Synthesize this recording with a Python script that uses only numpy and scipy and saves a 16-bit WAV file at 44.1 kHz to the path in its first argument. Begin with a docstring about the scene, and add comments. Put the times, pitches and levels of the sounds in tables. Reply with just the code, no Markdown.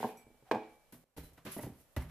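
"""A ceramic mug is set down on a hard kitchen worktop: it knocks, rocks, drags and clinks faintly.
Each impact excites damped modes, low and short in the worktop, high and longer in the mug's wall.
Then someone moves about: dull thuds. Treble noise gives the blows their crack and hiss, and cloth
rustles between them; a microphone resonance chirps thinly. A small tiled room reverberates over
faint room tone. The sound is close and in stereo, and its level dips briefly among the thuds."""
import sys
import numpy as np
from scipy import signal
from scipy.fft import rfft, irfft, next_fast_len
from scipy.io import wavfile
from scipy.ndimage import uniform_filter1d

SR = 44100
rng = np.random.default_rng(int(sys.argv[2]) if len(sys.argv) > 2 else 0)


def transcribe(u):
    """Save the signal u as a 16-bit wav file named by the first command-line argument.

    u: samples, shape (n,) or (channels, n), limited to [-1, 1]; the rate is SR.
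    q: integer samples, one column per channel.
    """
    v = np.clip(np.atleast_2d(u).T, -1, 1)
    q = np.round(v * 32767).astype(np.int16)
    wavfile.write(sys.argv[1], SR, q)


N = 92742

# Levels in the tables are relative; a positive tilt favours the higher modes.
# spectrum of the room tone: frequency_hz, density_db
ROOM_TONE_SPECTRUM = [(15, -29), (25, 5), (438, -13), (501, -3), (573, -2), (655, -7.5), (1210, -13),
                      (1630, -14), (5280, -21.5), (11800, -19), (15000, -23)]
# likeness of left and right in the noises: frequency_hz, correlation
STEREO_CORRELATION = [(60, 0.4), (180, 0.39), (550, 0.7), (1650, 0.39), (4970, 0.052), (15000, 0.04)]
# envelopes of treble noise, one list per span: the crack and hiss of the knocks and thuds,
# and cloth rustle between them: time_s, hiss_db, crisp_db
TREBLE_ENVELOPES = [
    [(0.0, -57.5, -58), (0.032, -55, -59), (0.094, -62, -62), (0.134, -70.5, -71.5), (0.164, -73, -77),
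     (0.18, -77, -70), (0.24, -78, -81)],
    [(0.44, -105, -107), (0.462, -83, -92), (0.486, -72, -81), (0.505, -91, -89)],
    [(0.512, -50, -57), (0.518, -37, -65), (0.528, -57, -70), (0.625, -67.5, -92), (0.76, -80.5, -77)],
    [(0.923, -90, -60.5), (0.929, -66.5, -59), (0.982, -92.5, -71.5), (1.03, -92, -79)],
    [(1.165, -68, -71), (1.175, -62.5, -55.5), (1.229, -69.5, -67.5), (1.237, -72, -62.5),
     (1.261, -72.5, -64), (1.325, -80.5, -80)],
    [(1.325, -80, -91), (1.335, -90, -66), (1.343, -86, -75), (1.371, -82, -82), (1.379, -71.5, -70),
     (1.425, -94, -94), (1.431, -92, -100), (1.44, -100, -97)],
    [(1.449, -74, -64), (1.455, -61, -54.5), (1.469, -51.5, -61), (1.489, -58.5, -59.5), (1.511, -57, -61),
     (1.521, -59, -48.5), (1.575, -68, -58.5), (1.583, -66, -54), (1.601, -79, -62.5), (1.615, -71, -55)],
    [(1.615, -74, -57.5), (1.627, -69.5, -52), (1.715, -80, -73.5), (1.755, -80, -75),
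     (1.807, -84.5, -68.5), (1.887, -98, -84), (1.94, -116, -75)],
    [(1.964, -43, -48.5), (1.968, -50.5, -51.5), (1.986, -70, -62.5), (2.014, -60, -65.5),
     (2.024, -91, -58), (2.032, -69.5, -65.5), (2.08, -75, -75.5), (2.1, -68, -70)],
]
# spectrum of that noise's main hiss: frequency_hz, density_db
HISS_SPECTRUM = [(700, -4), (1200, 9.5), (2000, 11), (3000, 7.5), (4500, -0.5), (7000, -9), (10000, -31.5),
                 (15000, -25)]
# spectrum of its crisp top: frequency_hz, density_db
CRISP_SPECTRUM = [(3000, -11.5), (6000, -7), (8000, -4.5), (10000, -7.5), (11300, 2), (13000, -5.5),
                  (15000, -2)]
# thin high chirps of a microphone resonance near 11 kHz, heard over the rustle: start_s, level_db
MICROPHONE_CHIRPS = [(1.519, -51), (1.549, -52), (1.58, -52)]
# dull impacts: start_s, boom_db, boom_tilt_db_per_octave, body_db, body_tilt_db_per_octave, tap_db
THUD_IMPACTS = [(0.239, -64.5, -14, -86, -4, -85), (.926, -65.5, 4.5, -54.5, -2.5, -60.5),
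                (.943, -67, 9.5, -58, -0.5, -64), (1.034, -77, -10, -69, -1.5, -91),
                (1.166, -49, 5, -54.5, 0.5, -80), (1.179, -45, -2.5, -45.5, -1.5, -59.5),
                (1.234, -50.5, -3.5, -56.5, -2.5, -65), (1.321, -62, -2, -67, -2, -75),
                (1.378, -72, 16, -56, 3.5, -55), (1.452, -72, 6.5, -49.5, -3, -61),
                (1.462, -51.5, 9, -46, -1.5, -50), (1.476, -81, 7, -47, -2, -48),
                (1.565, -74, 6, -42, -4, -50), (1.585, -62.5, 7, -41, 1, -52),
                (1.592, -52, -0.5, -43, 2, -49), (1.634, -43.5, 11.5, -41.5, 1, -48.5),
                (1.666, -60.5, 8, -46, -5.5, -60), (1.691, -69, -3, -57.5, -7, -64.5),
                (1.718, -56, 7, -61.5, -2.5, -67), (1.9649, -29, 0, -35, -1, -39.5),
                (1.974, -53, -2, -47, 6, -51.5), (2.02, -47, 1, -57, 8, -49.5),
                (2.065, -59.5, 6.5, -58.5, -1.5, -68), (2.095, -68, -8, -68, 7, -54)]
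# modes of a thud's low boom: pitch_hz, level_db, t60_s
BOOM_MODES = [(35.6, -8.5, 0.29), (51, -6.5, 0.11), (66.8, -1, 0.31), (86.7, 8, 0.067), (124.5, 2, 0.21),
              (160.4, -4.5, 0.36)]
# modes of a thud's hollow body: pitch_hz, level_db, t60_s
BODY_MODES = [(201, -1, 0.059), (247.9, -8, 0.18), (287, 2, 0.072), (380.5, -3, 0.086), (448, -1, 0.044),
              (533, -1, 0.036), (608.5, -5, 0.079), (667.4, -8, 0.1), (781, -4.5, 0.041),
              (948, -3.5, 0.025), (1270, -20.5, 0.038), (1483, -13.5, 0.017), (1945, -10.5, 0.045),
              (2110, -18, 0.043)]
# onsets of a thin ring among the thuds: start_s, level_db
RING_IMPACTS = [(1.176, -70), (1.234, -72), (1.254, -71.5)]
# modes of that ring: pitch_hz, level_db, t60_s
RING_MODES = [(4000, -4, .12), (4070, 0, .18)]
# the mug's foot meets the worktop: start_s, level_db, tilt_db_per_octave
FOOT_IMPACTS = [(.003, -46, -5), (.029, -35.5, 2.5), (.040, -35, -3.5), (0.045, -31, -2.5), (0.09, -46, 1),
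                (0.267, -59, -6), (0.303, -62.5, -6.5), (0.343, -64.5, -4), (0.424, -64.5, -8),
                (0.5129, -25, 3.5), (.533, -35.5, -2.5), (.547, -33.5, 4), (.5565, -35, -2.5),
                (.65, -62, -2.5)]
# modes of the worktop: pitch_hz, level_db, t60_s
WORKTOP_MODES = [(125.8, -11.5, 0.077), (238.8, -5.5, 0.092), (318.3, -6.5, 0.093), (406.3, -8, 0.072),
                 (449, -13, 0.13), (497, -10.5, 0.11), (541.7, -13.5, 0.098), (631.4, -12, 0.1),
                 (692, -16.5, 0.048), (770.4, -5, 0.068), (843.3, -12.5, 0.17), (892.6, -4.5, 0.054),
                 (937, -8, 0.021), (1084, -10.5, 0.028), (1620, -10, 0.015)]
# faint clinks of the mug's wall: start_s, level_db, tilt_db_per_octave
WALL_CLINKS = [(.085, -80, -6), (.172, -70, -1), (0.5114, -70, -13)]
# modes of the mug's wall: pitch_hz, level_db, t60_s
MUG_MODES = [(2312, -9, .8), (2480, -7, .3), (5873, 0, .12), (7919, -6, .24), (9835, -7, .2),
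             (10580, -3, .2), (11220, -4, .1), (11500, -1, .17), (12400, -3, .2)]


def amp(db):
    """Amplitude ratio: a factor of ten per 20 dB."""
    return 10 ** (np.asarray(db, float) / 20)


def unit_rms(x):
    """Normalisation to unit mean power."""
    return x / np.sqrt(np.mean(x ** 2) + 1e-20)


def at_hz(table, hz):
    """Interpolation on a logarithmic frequency axis."""
    frequencies_hz, values = np.transpose(table)
    return np.interp(np.log(hz), np.log(frequencies_hz), values)


def butterworth(x, order, hz, kind):
    """Filtering with a maximally flat passband."""
    return signal.sosfilt(signal.butter(order, hz, kind, fs=SR, output="sos"), x)


def soften(x, hz):
    """Two one-pole low-passes: the treble falls about 12 dB per octave."""
    pole = np.exp(-2 * np.pi * hz / SR)
    return signal.lfilter([(1 - pole) ** 2], [1, -2 * pole, pole * pole], x)


def resonance(x, hz, width_hz):
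    """A single resonator selects a narrow band; unit rms."""
    return unit_rms(signal.lfilter(*signal.iirpeak(hz, hz / width_hz, SR), x))


def stereo_bands(noise, spectrum):
    """Partial coherence: the mid-side balance sets the correlation of each 0.4-octave band; unit rms."""
    out, edges_hz = 0, 22 * 2 ** np.arange(0, 10, .4)
    for k, (low, high) in enumerate(zip(edges_hz, edges_hz[1:])):
        mid, side = butterworth(noise[k % 2], 2, [low, high], "band")
        centre_hz = np.sqrt(low * high)
        correlation = at_hz(STEREO_CORRELATION, centre_hz)
        band = np.sqrt(1 + correlation) * mid + np.sqrt(1 - correlation) * side * [[1], [-1]]
        out = out + amp(at_hz(spectrum, centre_hz)) * band
    return unit_rms(out)


def strike(start_s, level_db, tilt_db, modes, group=1, spread_db=4.18, contact_octaves=2.52):
    """Modal superposition: each impact rings every mode as a damped sine of slightly random strength."""
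    out = np.zeros(N)
    scatter_db = spread_db * rng.standard_normal((len(start_s), len(modes)))
    onsets = (start_s * SR).astype(int)
    centre_hz = np.exp(np.mean(np.log(np.array(modes)[:, 0])))
    for m, (hz, mode_db, t60_s) in enumerate(modes):
        force = np.full(N, 1e-18)
        force[onsets] = amp(level_db + mode_db + tilt_db * np.log2(hz / centre_hz) + scatter_db[:, m])
        force = soften(force, hz * 2 ** contact_octaves)
        decay, angle = amp(-60 / (t60_s * SR)), 2 * np.pi * hz / SR
        polarity = (-1) ** (m // group)  # the modes of a group start in phase
        out += polarity * signal.lfilter([0, np.sin(angle)], [1, -2 * decay * np.cos(angle), decay ** 2], force)
    return out


def noise_bursts(start_s, level_db, decay_s, band_hz, length=4000):
    """Modal overlap: the many high modes of a blow merge into exponentially decaying noise."""
    out = np.zeros(N + length)
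    envelope = np.exp(-np.arange(length) / SR / decay_s)
    for start, db in zip(start_s, level_db):
        out[int(start * SR):][:length] += amp(db) * rng.standard_normal(length) * envelope
    return soften(butterworth(out[:N], 2, band_hz[0], "high"), band_hz[1])


def room_tone():
    """Stationary Gaussian noise: a low rumble with faint hiss."""
    return amp(-72.5) * stereo_bands(rng.standard_normal((2, 2, N)), ROOM_TONE_SPECTRUM)


def reverberation(x, t60_s=.43, wall_cutoff_hz=6300, width=.54):
    """Repeated reflection: twenty echo loops lose level and treble to the walls on every round trip."""
    size = next_fast_len(N + SR)
    unit_delay = np.exp(-2j * np.pi * np.arange(size // 2 + 1) / size)
    pole = np.exp(-2 * np.pi * wall_cutoff_hz / SR)
    wall_lowpass = (1 - pole) / (1 - pole * unit_delay)
    response = np.zeros((2, len(unit_delay)), complex)
    lags = (rng.uniform(.008, .03, 20) * SR).astype(int)
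    for k, lag in enumerate(lags):
        loop = amp(-60 * lag / SR / t60_s) * wall_lowpass * unit_delay ** lag
        response[k % 2] += (-1) ** (k // 2) * loop / (1 - loop)
    mid, side = irfft(response * rfft(x, size), size)[:, :N]
    return mid + width * butterworth(side, 1, 1500, "high") * [[1], [-1]]


def microphone_chirps(noise, decay_s=.011):
    """Resonance of the microphone: a narrow band near 11 kHz rings briefly at the listed times."""
    t = np.arange(N) / SR
    gain = sum(amp(db) * (t > s) * np.exp(-np.abs(t - s) / decay_s) for s, db in MICROPHONE_CHIRPS)
    return gain * resonance(noise, hz=11180, width_hz=310)


def treble_noise(grains_per_s=4400, spread_db=2, grain_share=.48):
    """Impact and friction noise: the blows' crack and hiss, and cloth rustle, plus microphone chirps."""
    shape, t = (2, 2, N), np.arange(N) / SR
    sizes = amp(spread_db * np.minimum(rng.exponential(1, N), 5))
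    occurs = rng.random(N) < grains_per_s / SR
    grains = unit_rms(sizes * occurs * rng.standard_normal(shape))
    noise = grain_share * grains + (1 - grain_share) * rng.standard_normal(shape)
    hiss_gain, crisp_gain = np.zeros((2, N))
    for envelope in TREBLE_ENVELOPES:
        time_s, hiss_db, crisp_db = np.transpose(envelope)
        active = (t >= time_s[0]) * (t < time_s[-1])
        hiss_gain += amp(np.interp(t, time_s, hiss_db)) * active
        crisp_gain += amp(np.interp(t, time_s, crisp_db)) * active
    hiss = stereo_bands(noise, HISS_SPECTRUM)
    crisp = stereo_bands(noise, CRISP_SPECTRUM)
    return hiss_gain * hiss + crisp_gain * crisp + microphone_chirps(crisp)


def thuds():
    """Impact excitation: each thud has a low boom, a hollow body and a tap; a thin ring sounds nearby."""
    start_s, boom_db, boom_tilt_db, body_db, body_tilt_db, tap_db = np.transpose(THUD_IMPACTS)
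    ring = strike(*np.transpose(RING_IMPACTS), tilt_db=0, modes=RING_MODES)
    boom = strike(start_s, boom_db - 6.5, boom_tilt_db, BOOM_MODES)
    body = strike(start_s, body_db - 3.5, body_tilt_db, BODY_MODES)
    tap = noise_bursts(start_s, tap_db + 10, decay_s=.024, band_hz=(800, 1220))
    return boom + body + tap + ring


def mug():
    """Free vibration: worktop and mug ring after impact; sliding friction sounds as the foot drags."""
    t = np.arange(N) / SR
    start_s, level_db, tilt_db = np.transpose(FOOT_IMPACTS)
    crack_db = level_db - 3.5 + 3.3 * tilt_db  # brighter knocks crack louder
    crack = noise_bursts(start_s, crack_db, decay_s=.0095, band_hz=(510, 830))
    worktop = strike(start_s, level_db, tilt_db, WORKTOP_MODES, group=4)
    knocks = butterworth(worktop, 4, 132.7, "high")
    sliding = (t > .452) * (t < .5)  # just before the mug settles
    drag = amp(-67) * sliding * resonance(rng.standard_normal(N), hz=770, width_hz=50)
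    clinks = strike(*np.transpose(WALL_CLINKS), MUG_MODES)
    return knocks + crack + drag + clinks


def scene(reverb_db=-20, left_db=1.73, right_db=3):
    """Linear superposition: the blows and their reverberation add to the treble noise and room tone."""
    blows = mug() + thuds()
    mix = room_tone() + blows + amp(reverb_db) * reverberation(blows) + treble_noise()
    return mix * amp([[left_db], [right_db]])


def record(dry, dip_s=(1.043, 1.164), dip_db=-10.5, cutoff_hz=14900):
    """Attenuation and band limiting: the level dips briefly, and steep low-passes cut the top treble."""
    t = np.arange(N) / SR
    dip = uniform_filter1d(1. * (t > dip_s[0]) * (t < dip_s[1]), size=90)  # 2 ms ramps
    elliptic = signal.ellip(10, .5, 45, cutoff_hz, fs=SR, output="sos")
    chebyshev = signal.cheby2(10, 40, cutoff_hz + 1500, fs=SR, output="sos")
    return signal.sosfilt(np.vstack([elliptic, chebyshev]), dry * amp(dip_db * dip))


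dry = scene()
out = record(dry)
transcribe(out)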